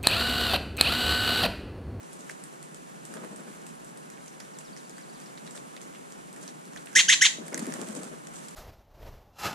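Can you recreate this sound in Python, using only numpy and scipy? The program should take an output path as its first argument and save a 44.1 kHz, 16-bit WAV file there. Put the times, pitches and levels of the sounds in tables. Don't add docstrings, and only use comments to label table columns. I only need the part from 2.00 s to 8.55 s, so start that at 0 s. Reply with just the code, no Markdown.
import sys
import numpy as np
from scipy import signal
from scipy.fft import rfft, irfft
from scipy.io import wavfile

SR = 44100
rng = np.random.default_rng(int(sys.argv[2]) if len(sys.argv) > 2 else 0)


def boost(x):
    u = np.asarray(x, float) / 20
    return 10 ** u


def unload_audio(sound):
    columns = np.transpose(np.atleast_2d(sound))
    steps = np.round(np.clip(columns, -1, 1) * 32767)
    wavfile.write(sys.argv[1], SR, steps.astype(np.int16))


N = 288855
TIME = np.arange(N) / SR
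SIDES = np.array([[1], [-1]])

# (time [s], level over the calm [dB])
AIR_STIR = [(0, 0), (.3, 1), (.89, 0), (1.2, 1.5), (1.4, 1), (2.4, 0), (3.4, 1), (4.6, 0.5), (4.9, 1.5),
            (5.46, 0.5), (5.7, 5.5), (5.95, 1), (6.2, 0.8), (6.55, 1.5)]
# (frequency [Hz], density [dB per Hz])
RUMBLE_SPECTRUM = [(76, -79), (130, -3.5), (160, 4), (203, 0.5), (736, -5), (896, -6), (1010, -6.5),
                   (1750, -14.5), (1970, -18.5), (3000, -25), (3900, -45), (6600, -120)]
HISS_SPECTRUM = [(710, -13), (1200, 2.5), (2480, -6.5), (4960, -10.5), (7570, -4.5), (9010, -6),
                 (10500, -9), (12300, -19.5), (14000, -18), (15200, -57), (16000, -57)]
# (frequency [Hz], left-right likeness [1])
AIR_LIKENESS = [(60, 0.35), (110, -0.95), (200, 0.25), (380, -0.6), (700, -0.76), (1290, -0.83),
                (2380, -0.46), (4400, 0.45), (8120, -0.51), (15000, -0.1)]
# (frequency [Hz], left lead [rad])
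AIR_LEAD = [(0, -1), (520, -3), (1210, -3.5), (1980, -4), (2930, -5.5), (4310, -7), (7240, -8), (8960, -8),
            (11200, -8.5), (13200, -25), (13700, -29), (14400, -28), (14800, -30), (15900, -38)]

# (time [s], peak level [dB], centre [Hz])
DRIPS = [(0.031, -39, 5990), (0.131, -29, 8700), (0.207, -32, 6800), (0.438, -26.5, 8450),
         (0.6276, -29, 8000), (0.7449, -26.5, 7350), (1.0522, -27, 7840), (1.361, -29.5, 8300),
         (1.407, -36, 8500), (1.5424, -39, 8540), (1.666, -30, 7750), (1.7524, -33, 9800),
         (1.846, -33.5, 7500), (1.9736, -30.5, 8600), (2.261, -35.5, 7140), (2.28, -31, 6140),
         (2.587, -27.5, 7550), (2.774, -34, 5700), (2.8953, -30.5, 7050), (3.201, -33, 6350),
         (3.509, -29, 7560), (3.7286, -45, 7130), (3.8148, -30.5, 6460), (4.122, -31.5, 6760),
         (4.3281, -31, 8650), (4.414, -35, 8100), (4.428, -35, 6450), (4.4779, -29, 6000),
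         (4.654, -37, 7770), (4.859, -28, 8700)]
# (time [s], peak level [dB], centre [Hz], hollow knock level [dB], knock [Hz])
PECKS = [(0.2928, -37, 6000, 0, 1800), (1.1388, -28.5, 8400, -4.5, 1560), (1.17, -33, 3430, -2, 1200),
         (2.101, -30, 7100, -13, 1860), (2.181, -49, 7100, 8, 1690), (2.4016, -28.5, 5700, -8, 1860),
         (2.7651, -34, 5780, -7, 1860), (2.9818, -34.5, 7470, -0.5, 1630), (3.2598, -35, 5090, -9, 1860),
         (3.3755, -31.5, 3750, -10, 1860), (3.476, -33, 3700, -4.5, 1930), (3.5505, -36, 7490, -2, 1480),
         (3.8085, -40, 3000, -7, 2200), (5.5225, -45, 4700, 11, 800), (3.9487, -38, 2820, -9, 2000),
         (4.362, -33, 7760, -10, 1850), (4.7335, -31.5, 6600, -15, 1860), (4.7615, -30.5, 6000, 0, 1620),
         (4.871, -44.5, 2470, 12.5, 1870), (4.9294, -32.5, 6660, -3, 1630)]
# (time [s], peak level [dB], centre
# [Hz], hollow knock level [dB], knock [Hz])
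HARD_TAPS = [(0.2948, -29, 8700, -6, 1840), (.2966, -28, 5500, 3, 1800), (.2972, -31, 7500, -3, 1900),
             (0.3022, -35, 8500, 1, 1900), (.3072, -32, 7800, -14, 1840), (0.309, -31, 4500, -19, 1840),
             (3.564, -41, 8000, -17, 1500), (3.5763, -26.5, 3700, -12, 2200),
             (3.7644, -33, 3000, -16, 1900), (3.7659, -27, 3660, -10, 1960), (3.775, -35, 3000, -3, 2270),
             (2.174, -40, 2600, -5, 2300), (2.205, -44, 1900, -2, 1300), (2.274, -41, 2600, -6, 2300),
             (2.405, -29.5, 3480, -13, 1900), (3.3815, -39.5, 2300, -4, 2200),
             (3.467, -41, 3000, -6, 2000), (3.4745, -34, 3900, -10, 2000), (3.9267, -43, 4500, -4, 2530),
             (3.937, -41, 3000, -5, 2200), (3.948, -39, 3000, -6, 2600), (3.957, -39, 3000, -4, 2400),
             (5.4638, -35, 9040, -16, 1860), (5.4815, -30, 14700, -23, 1890),
             (5.5257, -35, 9290, -8, 1880), (5.557, -36, 9550, -16, 1860), (5.5805, -28, 7500, -10, 2200),
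             (5.8145, -20.5, 7100, -21, 1860), (5.887, -24, 7800, -17, 1860)]
# (time [s], peak level [dB], centre [Hz])
SCUFFS = [(0.311, -35, 7310), (0.76, -39, 7300), (0.746, -44, 3000), (1.247, -36.5, 8990),
          (2.608, -40, 2540), (3.3806, -42, 3850), (3.466, -36, 3800), (3.778, -41, 2690),
          (3.829, -38, 8300), (4.4873, -38, 3540), (4.773, -33.5, 3390), (5.593, -23.5, 7060),
          (6.043, -32, 7460), (6.484, -28, 7100)]
# (time [s], peak level [dB], centre [Hz], hollow knock level [dB], 60 dB decay time [s])
TAKEOFF_TICKS = [(5.481, -27, 8650, -10, 0.0073), (5.529, -33, 5000, 3, 0.0087),
                 (5.5439, -12.5, 6300, -15, 0.0045), (5.577, -21.5, 8500, -8, 0.022),
                 (5.656, -30, 8000, -5, .006), (5.667, -22.5, 8250, -13, 0.007),
                 (5.723, -25, 5920, -5, 0.0054), (5.7383, -17.5, 7500, -18, 0.0092),
                 (5.8149, -26, 7850, -16, 0.0062), (5.8856, -31, 8300, -17, 0.0098),
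                 (5.951, -25, 7900, -23, 0.0077), (6.0326, -23, 7860, -19, 0.0079),
                 (6.2704, -29.5, 6700, -14, 0.015), (6.337, -33.5, 8000, -13, .011)]

# (time [s], push level [dB], feather rustle level [dB])
BEATS = [(.123, -45, -52), (.195, -43.5, -54), (0.296, -38.5, -50), (1.104, -37.5, -51), (1.156, -33, -63),
         (1.181, -57, -69), (1.208, -37.5, -70), (1.234, -35, -66), (1.257, -64, -64), (1.313, -34.5, -52),
         (1.384, -36, -66), (1.464, -39, -59), (1.494, -55, -65), (1.55, -41, -62), (3.449, -40.5, -53),
         (3.55, -38.5, -46), (4.421, -39.5, -48), (4.957, -33, -25.5)]
# (time [s], push level [dB], feather rustle level [dB], length [s])
TAKEOFF_BEATS = [(5.38, -41, -70, .012), (5.407, -36, -65, 0.036), (5.454, -41, -48.5, 0.04),
                 (5.52, -30, -58, 0.031), (5.568, -40, -68, 0.028), (5.586, -35, -55, 0.02),
                 (5.623, -31, -48, 0.012), (5.646, -31.5, -53, 0.023), (5.678, -35, -52, 0.014),
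                 (5.69, -35.5, -61, 0.05), (5.74, -36.5, -53, 0.028), (5.786, -33, -53, 0.016),
                 (5.808, -29, -45.5, 0.027), (5.866, -35, -52, 0.029), (5.893, -36.5, -49.5, 0.052),
                 (5.949, -39, -50, 0.022), (5.967, -37, -53, 0.02), (5.993, -39.5, -60, 0.023),
                 (6.013, -36.5, -55, 0.032), (6.055, -39, -53, 0.028), (6.116, -35, -57, 0.031),
                 (6.337, -49, -46.5, 0.042), (6.43, -49, -54, 0.025)]
# (frequency [Hz], density [dB per Hz])
PUFF_SPECTRUM = [(35, -67), (60, -39), (107, -79), (147, -15), (220, -9), (559, -8.5), (610, -6.5),
                 (767, -14), (1750, -18.5), (4000, -37), (5200, -71), (8800, -120)]
FEATHER_SPECTRUM = [(1760, -18), (3000, -8), (4740, -8.5), (7600, 0.5), (8870, -1), (11800, -19),
                    (13300, -22), (15000, -38)]
# (frequency [Hz], left-right likeness [1])
WING_LIKENESS = [(60, 0.32), (130, 0.97), (290, 0.83), (640, 0.16), (1410, 0.0037), (3100, 0.051),
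                 (6820, -0.065), (15000, -0.059)]
# (frequency [Hz], left over right [dB])
WING_BALANCE = [(60, -0.5), (110, 3), (200, -9), (380, 15), (700, 3), (1290, -9.5), (2380, -3), (4400, 0),
                (8120, -3.5), (15000, 9)]
# (frequency [Hz], left lead [rad])
WING_LEAD = [(0, -13), (340, -0.1), (780, 1.5), (1810, -1.5), (2840, 4.5), (4310, -14), (8270, 0.5),
             (11000, -21.5), (12100, -12), (13000, -4), (14600, 4), (14800, 2.2), (15400, -0.4),
             (15900, 0.5)]
# (time [s], peak level [dB], frequency [Hz], width [s])
VORTICES = [(1.1693, -46, 197, 0.01), (1.1898, -42, 261, 0.0033), (1.221, -46, 331, 0.0039),
            (1.239, -46, 308, 0.004), (1.2545, -46, 260, 0.0038), (1.3121, -39, 196, 0.0095),
            (1.3306, -41, 329, 0.0046), (1.4029, -39, 210, .0065), (1.4717, -40, 220, 0.0067),
            (1.5047, -42, 270, 0.0086), (5.385, -36, 554, 0.0023), (5.3877, -36, 300, 0.0064),
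            (5.4008, -37, 226, 0.01), (5.412, -37, 272, .007), (5.5265, -34, 478, 0.0046),
            (5.5344, -38, 242, .0066), (5.548, -36, 325, .005), (5.574, -34, 293, 0.0065),
            (5.5975, -42, 540, 0.0046), (5.6, -34, 271, 0.0068), (5.626, -28, 244, 0.0085),
            (5.6755, -25, 310, 0.0033), (5.691, -29, 235, 0.015), (5.7106, -36, 275, 0.0033),
            (5.794, -35, 263, 0.0058), (5.8167, -42, 225, 0.0038), (5.826, -36, 203, 0.015),
            (5.883, -39, 235, 0.004), (5.901, -34, 222, 0.017), (5.9754, -35, 280, 0.0084),
            (5.9855, -34, 200, 0.0097), (6.004, -36, 334, .005), (6.0615, -35.5, 216, 0.01)]

# (time [s], level [dB])
FALLING_NOTES = [(2.413, -70), (2.533, -65), (2.646, -62), (2.766, -63), (2.889, -66), (3.010, -63.5),
                 (3.132, -62), (3.253, -67)]
# (time [s], level [dB])
RISING_NOTES = [(2.612, -66), (2.728, -58), (2.849, -62), (2.969, -60), (3.091, -62), (3.212, -59)]
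# (frequency [Hz], 60 dB decay time [s])
ECHO_T60 = [(800, 0.25), (2000, 0.048), (4000, 0.11), (7000, 0.28), (11000, 0.34)]

# (time [s], level [dB])
CALLS_AT = [
    (4.9505, -18),
    (5.0804, -18.5),
    (5.209, -18.5),
]
# (time from onset [s], upper pitch [Hz], lower pitch [Hz], effort [dB], beak opening [dB])
CALL_COURSES = [
    [(0, 1474, 1339, -6.5, 2), (.012, 1798, 1448, 8.5, -10), (.017, 2103, 1517, 4, -4),
     (.023, 1857, 1640, 4.5, 1), (.03, 2160, 1662, -1.5, 2.5), (.037, 2084, 1496, -4.5, 1),
     (.046, 2038, 1126, -1.3, -0.8), (.061, 1470, 822, -6, 0.5), (.066, 1400, 720, -37, 25)],
    [(0, 1400, 1300, -7.5, 10), (.012, 1700, 1396, 6, -4.5), (.0195, 2050, 1500, 7, -1),
     (.026, 1844, 1530, 0, 3), (.032, 2204, 1617, -3, 2), (.038, 2074, 1518, -8, 2.5),
     (.049, 1918, 1153, -1.3, 0.5), (.063, 1460, 850, -5, 2), (.069, 1400, 720, -41, 23)],
    [(0, 1400, 1300, -9, 9.5), (.012, 1744, 1418, 7.5, -4), (.018, 2056, 1491, 6.5, -4),
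     (.025, 1850, 1520, 1, -3), (.03, 2176, 1602, -3, 4.5), (.037, 2122, 1488, -6.5, 0),
     (.047, 1999, 1099, -1.1, 0), (.063, 1456, 818, -5.5, 1.5), (.069, 1380, 720, -42, 23)],
]
UPPER_ORDERS = [0.85, 0.6, 0.21, 0.11, 0.2, 0.03]
# (frequency [Hz], left lead [rad])
CALL_LEAD = [(0, 0), (1030, -2.1), (1810, 1.5), (3010, -0.7), (5430, 1.0), (6550, 0.4), (7750, 1.5),
             (10100, 1.1), (10300, 1.4), (10800, 0.0), (12000, 0.2), (12200, 1.0), (12700, 0.1),
             (15900, -0.1)]
# (frequency [Hz], left over right [dB])
CALL_BALANCE = [(60, 0.5), (110, 1.0), (200, 1.5), (380, 1.0), (700, 0.0), (1290, -5.0), (2380, 1.5),
                (4400, -1.0), (8120, -1.5), (15000, 0.0)]

# (frequency [Hz], density [dB per Hz])
SELF_NOISE_SPECTRUM = [(12, -27), (20, -12), (40, 5), (54, -15), (70, -2.5), (86, -10), (110, -13),
                       (140, -41), (240, -120)]


def rms_one(x):
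    return x / np.sqrt(np.mean(x ** 2) + 1e-20)


def at_hz(points, hz):
    table = np.array(points)
    return np.interp(np.log(hz), np.log(table[:, 0]), table[:, 1])


def drift(rate):
    r = np.exp(-80 * np.pi * rate / SR)
    coarse = rng.standard_normal(N // 40 + 2002)
    slow = rms_one(signal.lfilter([1], [1, -2 * r, r * r], coarse)[2000:])
    return np.interp(np.arange(N) / 40, np.arange(len(slow)), slow)


def resonator(hz, width):
    r = np.exp(-np.pi * width / SR)
    return [(1 - r * r) / 2, 0, (r * r - 1) / 2], [1, -2 * r * np.cos(2 * np.pi * hz / SR), r * r]


def resonance(x, hz, width):
    return signal.lfilter(*resonator(hz, width), x)


def double_resonance(x, hz, width):
    return resonance(resonance(x, hz, width), hz, width)


def coloured(spectrum, likeness):
    hz = np.fft.rfftfreq(N, 1 / SR) + 1
    mid, side = rfft(rng.standard_normal((2, N)))
    alike = np.clip(at_hz(np.abs(likeness), hz), 0, 1)
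    both = np.sqrt(1 + alike) * mid + np.sqrt(1 - alike) * side * SIDES
    return rms_one(irfft(boost(at_hz(spectrum, hz)) * both, N))


def placed(x, balance, lead):
    hz = np.fft.rfftfreq(N, 1 / SR) + 1
    shade = boost(at_hz(balance, hz) * SIDES / 2)
    delay = np.exp(.5j * np.interp(hz, *np.transpose(lead)) * SIDES)
    return irfft(rfft(x) * shade * delay, N)


def air():
    stir_db = np.interp(TIME, *np.transpose(AIR_STIR))
    swell_db = .6 * drift(12)
    drips_db = .8 * drift(16) + .6 * drift(90)
    rumble = boost(-46.5 + stir_db + swell_db) * coloured(RUMBLE_SPECTRUM, AIR_LIKENESS)
    hiss = boost(-53.5 + 1.62 * stir_db + drips_db) * coloured(HISS_SPECTRUM, AIR_LIKENESS)
    balance = [(100, 0.26), (400, -0.2), (1300, -0.69), (8000, -1.5)]   # (frequency [Hz], left over right [dB])
    return placed(rumble + hiss, balance, AIR_LEAD)


def contacts():
    usual_knock_hz = 1860
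    # left over right [dB], decay time [s], scattered tail, broad share, grit
    drips = [(*row, -24, usual_knock_hz, -1.5, .004, .36, .2, 1) for row in DRIPS]
    pecks = [(*row, -4, .003, .32, .3, 1) for row in PECKS]
    quills = [(*row, usual_knock_hz, -.6, t60, .15, .35, 1) for *row, t60 in TAKEOFF_TICKS]
    scuffs = [(*row, -18, usual_knock_hz, -1.4, .033, .33, .44, 1) for row in SCUFFS]
    taps = [(*row, -1.8, .0035, .25, .4, .3) for row in HARD_TAPS]
    return drips + pecks + quills + scuffs + taps


def ticks():
    out, t = np.zeros((2, N + 3000)), np.arange(3000) / SR
    lead = int(.0015 * SR)
    for s, db, hz, knock_db, knock_hz, pan_db, t60, tail, broad, grit in contacts():
        noise = rng.standard_normal((3, len(t)))
        decay = boost(-60 * np.abs(t - lead / SR) / max(t60, .003))
        scattered = tail * boost(-60 * t / 0.17)
        strike = grit * (noise[0] + 1.5 * noise[1:]) * (decay + scattered)
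        strike[:, lead] += 8
        bright = resonance(strike, hz, 0.21 * hz) + broad * resonance(strike, 2150, 7100)
        knock = double_resonance(strike, knock_hz, 0.65 * knock_hz)
        sound = bright / np.abs(bright).max() + boost(knock_db) * knock / np.abs(knock).max()
        i = round(s * SR) - lead // 2
        out[:, i:i + len(t)] += boost(db - 1.0 + pan_db * SIDES / 2) * sound
    return signal.sosfilt(signal.butter(3, 11000, fs=SR, output="sos"), out[:, :N])


def wings():
    push, rustle, t = np.zeros(N + 9000), np.zeros(N + 9000), np.arange(9000) / SR
    landing_beats = [(*row, 0.025) for row in BEATS]
    for s, push_db, rustle_db, length in landing_beats + TAKEOFF_BEATS:
        u = t / max(length, .008)
        i = round((s - .006) * SR)
        push[i:i + len(t)] += boost(push_db - 8.0) * 3.0 * u * np.exp(-1.3 * u ** 1.23)
        rustle[i:i + len(t)] += boost(rustle_db) * 3 * u * np.exp(-1.5 * u)
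    push, rustle = push[:N], rustle[:N]
    thump = double_resonance(rng.standard_normal(N), 202, 118)
    thump /= np.abs(signal.hilbert(thump)) + 0.22 * thump.std()
    gusts = boost(1.5 * drift(120))
    puffs = 0.64 * push * gusts * coloured(PUFF_SPECTRUM, WING_LIKENESS)
    feathers = rustle * boost(2.7 * drift(150)) * coloured(FEATHER_SPECTRUM, WING_LIKENESS)
    thumps = 0.97 * push * thump * boost(1.2 * SIDES)
    return placed(puffs + feathers, WING_BALANCE, WING_LEAD) + thumps


def vortex_snaps():
    out, t = np.zeros(N), np.arange(-1500, 1500) / SR
    for s, db, hz, width in VORTICES:
        start = rng.uniform(0, 2 * np.pi)
        bell = np.exp(-np.log(16) * (t / max(width, .003)) ** 2)
        i = round(s * SR)
        out[i - 1500:i + 1500] += boost(db) * bell * np.cos(2 * np.pi * hz * t + start)
    return out * boost(3 * SIDES / 2)


def echoes(x):
    t, tail = np.arange(SR // 2) / SR, 0
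    for hz, t60 in ECHO_T60:
        band = resonance(rng.standard_normal((2, len(t))), hz, 1.4 * hz)
        tail = tail + band * boost(-60 * t / t60)
    tail = tail * (1 - np.exp(-t / 0.0058))
    tail = tail / np.sqrt(np.sum(tail ** 2) / 2)
    return signal.fftconvolve(x[None], tail, axes=1)[:, :N]


def songbird():
    out = np.zeros(N)
    # notes, from [Hz], to [Hz], length [s], bend
    kinds = [(FALLING_NOTES, 6000, 3300, .058, 1.9), (RISING_NOTES, 4350, 5000, .016, 1.0)]
    for notes, from_hz, to_hz, length, bend in kinds:
        u = np.arange(0, 1, 1 / (length * SR))
        pitch = to_hz + (from_hz - to_hz) * (1 - u) ** bend
        slur = np.sin(2 * np.pi * np.cumsum(pitch) / SR)
        envelope = np.clip(np.minimum(12 * u, 4 - 4 * u), 0, 1) * boost(8 * (.5 - u))
        for s, db in notes:
            i = round(s * SR)
            out[i:i + len(u)] += boost(db) * envelope * slur
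    out = out * boost(2.2 * drift(90) + 3 * drift(400) + 1.4)
    return out + boost(-4) * echoes(out)


def climbing(x, hz, width, db):
    out, states = x.copy(), np.zeros((2, 2))
    for i in range(0, len(x), 64):
        b, a = resonator(hz[i], width)
        for k in range(2):
            out[i:i + 64], states[k] = signal.lfilter(b, a, out[i:i + 64], zi=states[k])
    return boost(db) * out


def vocal_tract(flow, breathy, t, beak_db):
    throat = boost(2.0 - 61 * t + 0.52) * double_resonance(flow, 2134, 1630)
    beak_hz = 2830 + 37600 * (np.clip(t, .029, .064) - .029)
    beak = boost(beak_db) * climbing(breathy, beak_hz, 1450, 4.2)
    tip_hz = 5740 + 31000 * (np.clip(t, .0018, .03) - .0018)
    tip = climbing(breathy, tip_hz, 1870, 8.9)
    edge = boost(-1.8) * double_resonance(breathy, 10400, 2800)
    return throat - beak + boost(-1.44 - 61 * t) * (tip - edge) + 0.061 * breathy


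def calls():
    voice, t = np.zeros(N), np.arange(4000) / SR
    starts = rng.uniform(0, 2 * np.pi, (6, 9))
    join_s = .038
    joined = .04 + (.72 - .04) * np.minimum(t / join_s, 1) ** 1.93

    def phase(hz):
        return 2 * np.pi * np.cumsum(hz * (1 + 0.013 * drift(330)[:len(t)])) / SR

    for (s, db), rows in zip(CALLS_AT, CALL_COURSES):
        at, *columns = np.transpose(rows)
        upper_hz, lower_hz, effort_db, beak_db = [np.interp(t, at, column) for column in columns]
        high, low = phase(upper_hz), phase(lower_hz)
        flow = np.zeros(len(t))
        for a, b in np.ndindex(starts.shape):
            strength = UPPER_ORDERS[a] * joined ** abs(b - 1)
            flow += strength * np.cos(a * high + (b - 1) * low + starts[a, b])
        breathy = flow + (.26 + .4 * joined) * rng.standard_normal(len(t))
        tract = vocal_tract(flow, breathy, t, beak_db)
        tract += 0.088 * joined * resonance(flow, 1380, 380)
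        tone_fade = boost(-200 * np.maximum(t - join_s, 0))
        tract += .21 * joined ** 2 * tone_fade * np.cos(low + starts[0, 2])
        envelope = boost(db + 5.5 + effort_db) * np.minimum(t / 0.0045, 1) * (t < at[-1])
        i = round(s * SR)
        voice[i:i + len(t)] += envelope * tract
    rasp = boost(-23) * double_resonance(np.abs(voice) * rng.standard_normal(N), 14000, 1900)
    voice = signal.sosfilt(signal.butter(4, [780, 10600], "band", fs=SR, output="sos"), voice)
    voice = signal.sosfilt(signal.cheby2(8, 25, 11000, fs=SR, output="sos"), voice) + rasp
    return placed(voice, CALL_BALANCE, CALL_LEAD) + boost(-7) * echoes(voice)


def scene():
    return air() + ticks() + wings() + vortex_snaps() + songbird() + calls()


def band_limit(x):
    return signal.sosfilt(signal.butter(12, 16400, fs=SR, output="sos"), x)


def record(dry):
    rounded = 1.6 * np.tanh(dry / 1.6)
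    cut = signal.sosfilt(signal.butter(8, 136, "high", fs=SR, output="sos"), rounded)
    cut = signal.sosfilt(signal.cheby2(10, 50, 16000, fs=SR, output="sos"), cut)
    self_noise = boost(-78) * coloured(SELF_NOISE_SPECTRUM, AIR_LIKENESS)
    return band_limit(cut + self_noise)


dry = scene()
out = record(dry)
unload_audio(out)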